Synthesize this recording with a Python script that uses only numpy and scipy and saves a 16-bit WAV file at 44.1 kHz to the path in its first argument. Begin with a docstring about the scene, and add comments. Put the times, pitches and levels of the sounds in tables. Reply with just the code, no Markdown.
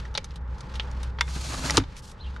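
"""A telescopic aluminium ladder is extended by hand outdoors, heard from close by.
Plastic catches click, a latch snaps free, the tubes slide for about half a second and the section
locks with a clack and a thud. Hits are short noise bursts plus decaying sine waves; the slide is
noise mixed with dense tiny grains. Behind it are a low engine-like drone made of two sines, distant
traffic and a sleeve rustle made of coloured noise, and one faint chirp made of gliding sines."""
import sys
import numpy as np
from scipy import signal
from scipy.fft import rfft, irfft
from scipy.io import wavfile
from scipy.ndimage import uniform_filter1d

SR = 44100
rng = np.random.default_rng(int(sys.argv[2]) if len(sys.argv) > 2 else 0)


def unload_wav(signal):
    """Save mono or channel-first audio to the path in sys.argv[1] as 16-bit WAV at rate SR, clipped to [-1, 1]."""
    wavfile.write(
        sys.argv[1],
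        SR,
        np.round(np.clip(np.atleast_2d(signal).T, -1, 1) * 32767).astype(np.int16),
    )


N = 105840
T = np.arange(N) / SR  # time of each sample in seconds


def catches():
    """Thumbs work the plastic catches and sections knock in their collars; each click has its own body."""
    # clicks: t/s, level/dB, body f/Hz, body width/octaves, body lift/dB, treble/dB, t60/s
    clicks = [(0.0519, -40, 1870, .12, 12, -4.5, 0.048), (0.1423, -46, 5500, .36, 1, 10, 0.014),
              (.151, -24.5, 3800, 0.23, 10, -9, 0.055), (.153, -37, 864, 0.18, 26, -12, .012),
              (0.1755, -22.5, 2420, 0.12, 10.5, 6.5, 0.021), (0.1786, -28.5, 553, 0.27, 8, -3, 0.037),
              (.179, -26, 4200, 0.2, 15, -6, 0.017), (0.2435, -36.5, 4850, 0.48, 4, 18.5, 0.038),
              (0.3083, -48.5, 4500, .36, 5, -2, 0.0098), (0.3587, -43, 3550, 0.25, 11.5, 15.5, 0.047),
              (0.5824, -49.5, 4500, .36, 8, 18, 0.09), (0.6067, -41.5, 4600, 0.51, 9, 18, 0.035),
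              (0.74, -40.5, 3500, 0.31, -4, -3, 0.079), (0.755, -37.5, 3470, 0.29, 13, 14.5, 0.061),
              (0.797, -22.5, 3080, 0.33, 12.5, -17, 0.042), (0.9139, -47, 5530, 0.4, 3, 13, 0.027),
              (1.0308, -37, 5300, .36, -3.5, 13, 0.044), (1.187, -31.5, 3330, .3, 3, -36, 0.07),
              (1.2787, -38, 1450, 0.83, 13, -36, 0.058), (1.6977, -20.5, 2080, 0.28, 9, -13, 0.018),
              (1.707, -19.5, 4650, 0.12, 10, 19, 0.017), (1.798, -33.5, 1255, 0.39, 13, -10, 0.048),
              (1.838, -41, 749, 0.36, 10, -21, 0.03), (1.966, -41.5, 6000, .36, -3, 11, 0.036),
              (2.363, -36.5, 1266, 0.56, 28, 10, 0.033)]
    # basic colour of the plastic: f/Hz, level/dB
    plastic_colour = [(180, -32), (300, -13), (535, 0.5), (700, -6), (900, -3.5), (2000, -1.5),
                      (2310, -3.5), (4190, -3), (5510, -5), (6070, -5), (7480, -16.5), (9830, -20),
                      (14000, -48)]
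    # ringing tones of the plastic catch and its collar: f/Hz, level/dB, t60/s
    collar_modes = [(545, -7.5, 0.028), (854, -1, 0.064), (1323, 4, 0.041), (2282, -2, 0.052),
                    (3054, -5, 0.087), (3380, -7, 0.028), (3730, 0.5, 0.047), (3660, -18, 0.061),
                    (4390, -12, 0.054)]
    treble_hz, snap, ring_db = 6580, 0.22, -11.5
    plastic = gains(plastic_colour)
    treble = 1 / (1 + (treble_hz / bins()) ** 4)  # rises from 0 to 1 around treble_hz
    out = 0
    for s, db, hz, octaves, lift, high, t60 in clicks:
        spectrum = plastic + lift * bell(hz, octaves) + high * treble
        out = out + place(strike(spectrum, t60, snap, db, collar_modes, ring_db), s)
    return out


def latch():
    """The latch pins snap out, then shoot home as the section hits its stop and shakes the frame."""
    # blows: t/s, level/dB, centre f/Hz, width/octaves, t60/s, ring against blow/dB, left minus right/dB
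    blows = [(1.2094, -16, 2200, 1, 0.014, -5.5, 1.5), (1.2108, -18.5, 1790, 0.53, 0.022, -28, 0.5),
             (1.771, -12.5, 4950, 0.62, 0.0099, -19, 1), (1.7747, -25, 2860, 0.2, 0.03, -36, -5.5),
             (1.7762, -15, 1044, 0.35, 0.033, -15, 3), (1.7793, -17.5, 3230, 0.51, 0.022, -18, -0.5),
             (1.779, -21.5, 365, 0.34, 0.047, -39, 2)]
    # colour of the latch: f/Hz, level/dB
    latch_colour = [(200, 3), (900, 2.5), (6500, 3), (11000, -10), (14000, -25)]
    # ringing tones of the tube and rung: f/Hz, level/dB, t60/s
    tube_modes = [(930, -20, 0.12), (953, -2.5, 0.055), (1130, -16.5, 0.056), (1542, -5.5, 0.036),
                  (1977, 1.5, 0.028), (2110, -14.5, 0.12), (2200, 2.5, 0.018), (2380, 4, 0.023),
                  (3530, -8.5, 0.096), (3630, -11, 0.05), (4010, -9, .03)]
    # tones of the whole frame, shaken at the stop: f/Hz, level/dB, t60/s
    frame_modes = [(43.3, -28.5, 0.44), (98.8, -17.5, 0.2), (266, -16.5, 0.079), (309, -12, 0.056),
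                   (431, -14.5, 0.036)]
    stop_s, snap, skirt_db = 1.778, 0.79, -19
    rattle_t60_s, rattle_db = 0.056, -11.5  # blurred ring of the nested tubes after each blow
    out = 0
    for s, db, hz, octaves, t60, ring_db, pan_db in blows:
        # the skirt keeps some sound far away from the centre
        spectrum = 20 * np.log10(bell(hz, octaves) + undb(skirt_db)) + gains(latch_colour)
        rattle = wide(noise(), noise(), spectrum) * fade(rattle_t60_s)
        rattle = blow_level(rattle, db + rattle_db)
        hit = strike(spectrum, t60, snap, db, tube_modes, ring_db)
        out = out + place(hit + rattle, s, pan_db)
    soft_start = 1 - fade(0.0043)
    thud = ring(frame_modes)[None] * soft_start
    return out + place(thud, stop_s)


def slide():
    """Tube rubs in tube: dense tiny catches judder and excite the tubes' resonances."""
    # sliding: t/s, hiss level/dB, scrape level/dB, rumble level/dB
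    slide_levels = [(1.24, -59.5, -73, -76), (1.29, -49, -53, -54), (1.345, -42.5, -50.5, -52),
                    (1.366, -44.5, -45.5, -34.5), (1.385, -44, -49, -46.5), (1.425, -41, -51.5, -49),
                    (1.455, -38, -36.5, -45), (1.49, -39.5, -44, -38), (1.515, -39.5, -40, -41),
                    (1.54, -39, -36, -40), (1.565, -40.5, -45.5, -44), (1.62, -38.5, -38, -34),
                    (1.68, -33.5, -36.5, -35.5), (1.73, -39, -39, -33.5), (1.775, -37.5, -33.5, -32.5),
                    (1.81, -57.5, -48, -37), (1.845, -65, -53.5, -34.5), (1.875, -84, -80, -70)]
    # colour of the hiss: f/Hz, level/dB
    hiss_colour = [(1470, -26), (2500, -4), (3290, -0.5), (4290, -0.5), (5520, -0.5), (6200, -2),
                   (9760, -8.5), (12500, -19.5), (14000, -44)]
    # colour of the scrape: f/Hz, level/dB
    scrape_colour = [(350, -11.5), (430, -9.5), (600, -5), (750, -7.5), (872, -5.5), (1210, -6),
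                     (1360, -11.5), (1470, -10), (2800, -15.5), (3640, -51)]
    # colour of the rumble: f/Hz, level/dB
    rumble_colour = [(70, -14), (110, 0), (160, 3), (210, -15), (260, -1.5), (400, -18), (650, -27.5)]
    # resonances of the tubes: f/Hz, width/Hz
    tube_peaks = [(883, 51), (1240, 130), (1577, 670), (2025, 120), (2290, 350), (4190, 350), (4620, 130),
                  (6700, 700)]
    grains_per_s, grain_spread_db, resonance_db = 1800, 4, 4
    judder_db, judder_hz = 2.5, 69.52

    def grains():
        """Tiny catches at random moments over a steady noise."""
        hits = (rng.random(N) < grains_per_s / SR) * noise()
        return hits * undb(grain_spread_db * rng.random(N)) + 0.37 * noise()

    shapes = [1 / (1 + (2 * (bins() - hz) / width) ** 2) for hz, width in tube_peaks]
    peaks = resonance_db * np.max(shapes, axis=0)
    judder = judder_db * walk(judder_hz)
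    out = 0
    # each layer takes its own share of the judder
    layers = ((hiss_colour, .5), (scrape_colour, 1), (rumble_colour, 1))
    for column, (spectrum, share) in enumerate(layers, start=1):
        rub = wide(grains(), grains(), gains(spectrum) + peaks)
        out = out + rub * sounding(slide_levels, axis=column) * undb(share * judder)
    return out


def strike(spectrum, t60, snap, db, modes, ring_db):
    """A sharp contact, the dense short rattle of the fitting, and the ring of the struck part."""
    mid, side = noise() * fade(t60), noise() * fade(t60)
    mid, side = mid / np.linalg.norm(mid), side / np.linalg.norm(side)
    mid[0] += snap  # the sharp contact is one raised sample
    contact = blow_level(wide(mid, side, spectrum), db)
    return contact + blow_level(ring(modes), db + ring_db)


def ring(modes):
    """Struck tones die away, each slightly detuned; neighbours start in opposite directions."""
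    out = 0
    for k, (hz, db, t60) in enumerate(modes):
        detuned_hz = hz * (1 + 0.0047 * rng.standard_normal())
        out = out + (-1) ** k * undb(db) * fade(t60) * np.sin(2 * np.pi * detuned_hz * T)
    return out


def sleeve():
    """Cloth and skin brush along the rungs: soft coloured noise with three brighter swishes."""
    # sleeve and hand rubbing: t/s, level/dB
    rub_levels = [(0, -49), (.1, -64.5), (.37, -62), (.395, -75), (.47, -72), (.55, -60), (.68, -58.5),
                  (.78, -49.5), (.88, -58), (1.06, -53.5), (1.15, -66.5), (1.87, -59), (1.99, -56.5),
                  (2.015, -68), (2.1, -63), (2.15, -65), (2.33, -57.5), (2.4, -63)]
    # colour of the cloth: f/Hz, level/dB
    cloth_colour = [(1200, 3.5), (2800, 0.5), (4200, -1), (6200, -7.5), (8000, -14.5), (11000, -24),
                    (14000, -32.5)]
    # bright swishes of a palm on the tube: t/s, length/s, level/dB
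    swishes = [(1.955, 0.06, -52.5), (2.016, 0.07, -52), (2.063, 0.083, -57)]
    # colour of the palm: f/Hz, level/dB
    palm_colour = [(3000, 0.5), (5500, 3), (9000, -3), (12000, -11.5), (14000, -27)]
    swish = 0
    for s, length, db in swishes:
        swish = swish + undb(db) * np.sin(np.pi * np.clip((T - s) / length, 0, 1))
    cloth = wide(noise(), noise(), gains(cloth_colour)) * undb(curve(rub_levels))
    palm = wide(noise(), noise(), gains(palm_colour)) * swish
    return (cloth + palm) * undb(2.6 * walk(130))  # uneven rubbing


def chirp():
    """A faint chirp rises and holds, then splits into two hoarse falling notes, each a shaky sine."""
    # upper note: t/s, f/Hz, level/dB, roughness/share of pitch
    upper_note = [(2.18, 2497, -75, .06), (2.2, 3720, -54.5, 0.098), (2.212, 4140, -47.5, 0.017),
                  (2.224, 4130, -48.5, 0.023), (2.236, 3850, -57, 0.077), (2.265, 3950, -60.5, 0.08),
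                  (2.3, 3630, -61, 0.13)]
    # lower, falling note: t/s, f/Hz, level/dB, roughness/share of pitch
    lower_note = [(2.228, 3020, -66, 0.065), (2.245, 3170, -50.5, 0.12), (2.262, 2970, -52.5, 0.13),
                  (2.278, 2720, -51, 0.055), (2.295, 2600, -77, 0.074)]
    jitter_hz = 1800  # how often the pitch takes a new random value

    def note(rows):
        """One sine with a rough pitch and an uneven level."""
        hz = curve(rows) * (1 + curve(rows, axis=3) * walk(jitter_hz))
        tone = np.sin(2 * np.pi * np.cumsum(hz) / SR)
        return unit(tone * undb(1.5 * walk(280))) * sounding(rows, axis=2)

    return note(upper_note) + note(lower_note)


def outdoors():
    """A wavering low sine drone with its octave, a noise rumble that swells with it, and far traffic."""
    # drone: t/s, pitch f/Hz, level/dB
    drone_path = [(0, 58.2, -33.5), (.11, 57.5, -37), (.2, 63, -55), (.38, 61.8, -37.5), (.54, 60.8, -33),
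                  (.63, 61.6, -45.5), (.8, 60.03, -33), (1.07, 63.4, -31), (1.14, 62.8, -37.5),
                  (1.22, 66.5, -29), (1.34, 64.9, -31.5), (1.6, 62.95, -36), (1.75, 63.2, -33),
                  (1.95, 61.8, -51), (2.13, 61.55, -66), (2.28, 64.5, -36), (2.4, 63.7, -39)]
    # colour of the traffic: f/Hz, level/dB
    traffic_colour = [(59, -43), (100, -1.5), (124, -7), (207, -12.5), (295, -22), (490, -18), (732, -29.5),
                      (855, -17), (937, -20.5), (1690, -27), (3030, -44.5), (4000, -50), (5200, -57.5),
                      (8800, -120)]
    # rise and fall of the traffic: t/s, level/dB
    wash_levels = [(0, 3), (.3, -1.5), (.6, 3.5), (.9, 5.5), (1.15, 2), (1.9, -1), (2.05, -1), (2.4, 1.5)]
    # colour of the low rumble: f/Hz, level/dB
    low_colour = [(18, -9), (30, 4), (45, 0), (70, 3), (100, -7), (150, -7.5), (200, -20)]
    octave_db, waver_db, traffic_db, rumble_db = -21, 1.4, -47.5, -41
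    follow = 0.12  # share of the drone's swell in dB that the rumble follows
    phase = 2 * np.pi * np.cumsum(curve(drone_path) * (1 + 0.015 * walk(13.24))) / SR
    swell = curve(drone_path, axis=2)
    octave = undb(octave_db + 2 * walk(4.3)) * np.sin(2 * phase)
    drone = unit(np.sin(phase) + octave) * undb(swell + waver_db * walk(11.24))
    traffic = wide(noise(), noise(), gains(traffic_colour)) * undb(traffic_db + curve(wash_levels))
    rumble = wide(noise(), noise(), gains(low_colour))
    rumble = rumble * undb(rumble_db + follow * (swell - np.mean(swell)))
    return drone + traffic + rumble


def undb(db):
    """Turn decibels into a gain."""
    return 10 ** (np.asarray(db) / 20)


def unit(x):
    """Scale to an average strength (rms) of 1."""
    return x / np.sqrt(np.mean(x ** 2))


def blow_level(x, db):
    """Scale a hit so that its total energy equals that level held for 7 ms."""
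    return x * undb(db) * np.sqrt(.007 * SR / np.sum(x ** 2))


def curve(table, axis=1):
    """One column of a table, joined by straight lines in time."""
    rows = np.array(table)
    return np.interp(T, rows[:, 0], rows[:, axis])


def sounding(table, axis=1):
    """Gain from a column of dB values, fading in before its first row and out after its last in 66 ms."""
    inside = np.minimum(T - table[0][0], table[-1][0] - T)
    return undb(curve(table, axis=axis)) * np.clip(inside / 0.066 + 1, 0, 1)


def bins():
    """Frequency of each spectral bin in Hz, at least 1."""
    return np.maximum(np.arange(N // 2 + 1) * SR / N, 1)


def gains(points):
    """Spectrum in dB on all bins, falling 30 dB per octave beyond its ends."""
    hz, db = np.array(points, float).T
    at = np.log2(bins())
    outside = np.abs(at - np.clip(at, np.log2(hz[0]), np.log2(hz[-1])))
    return np.interp(at, np.log2(hz), db) - 30 * outside


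def bell(hz, octaves):
    """A broad resonance, 1 at its centre."""
    return np.exp(-(np.log2(bins() / hz) / octaves) ** 2 / 2)


def colour(x, db):
    """Filter to a spectrum shape, loudest bin near gain 1, with the response starting at once."""
    # folding the cepstrum makes the filter minimum phase: nothing sounds before its cause
    cepstrum = irfft(np.log(undb(db - np.max(db)) + 1e-5), N)
    cepstrum[1:N // 2] *= 2
    cepstrum[N // 2 + 1:] = 0
    return irfft(rfft(x) * np.exp(rfft(cepstrum)), N)


def wide(mid, side, db):
    """Colour a stereo pair whose bass is nearly the same in both ears, with the middle at rms 1."""
    # stereo spread: f/Hz, side against middle level/dB
    spread = [(30, -21), (80, -29.5), (170, -20), (350, -13), (700, -9.5), (1400, -4.5), (2800, -8),
              (5600, -16), (10000, -9), (13000, -1)]
    middle = colour(mid, db)
    edges = irfft(rfft(colour(side, db)) * undb(gains(spread)), N)
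    return (middle + edges * np.array([[1], [-1]])) / np.sqrt(np.mean(middle ** 2))


def place(x, s, pan_db=0):
    """Start a sound at its time in seconds, louder on the left for a positive pan."""
    late = np.pad(x, ((0, 0), (int(s * SR), 0)))[:, :N]
    return late * undb(np.array([[pan_db], [-pan_db]]) / 2)


def noise():
    """White noise: every frequency equally strong."""
    return rng.standard_normal(N)


def walk(rate):
    """Smooth random wander of rms 1, with about rate new values per second."""
    k = int(SR / rate)
    steps = np.repeat(rng.standard_normal(N // k + 1), k)
    return unit(uniform_filter1d(steps, k)[:N])


def fade(t60):
    """Exponential decay that falls 60 dB in t60 seconds."""
    return np.exp(-np.log(1000) * T / max(t60, 1e-3))


def scene():
    """The ladder, its faint outdoor reflections as a fading noise tail, and the background."""
    yard_t60_s, yard_db = 0.33, -33
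    ladder = catches() + latch() + slide()
    tails = np.array([noise(), noise()]) * fade(yard_t60_s) * (1 - fade(0.026))
    tails = signal.sosfilt(signal.butter(2, 5000, fs=SR, output="sos"), tails)
    echo = signal.fftconvolve(ladder, tails / np.linalg.norm(tails[0]), axes=1)[:, :N]
    return ladder + undb(yard_db) * echo + sleeve() + chirp() + outdoors()


def record(dry):
    """The loudest peaks are flattened and the top is cut."""
    top_hz = 13800
    held = np.clip(dry, -.88, .88)
    return signal.sosfilt(signal.ellip(8, .2, 70, top_hz, fs=SR, output="sos"), held)


dry = scene()
out = record(dry)
unload_wav(out)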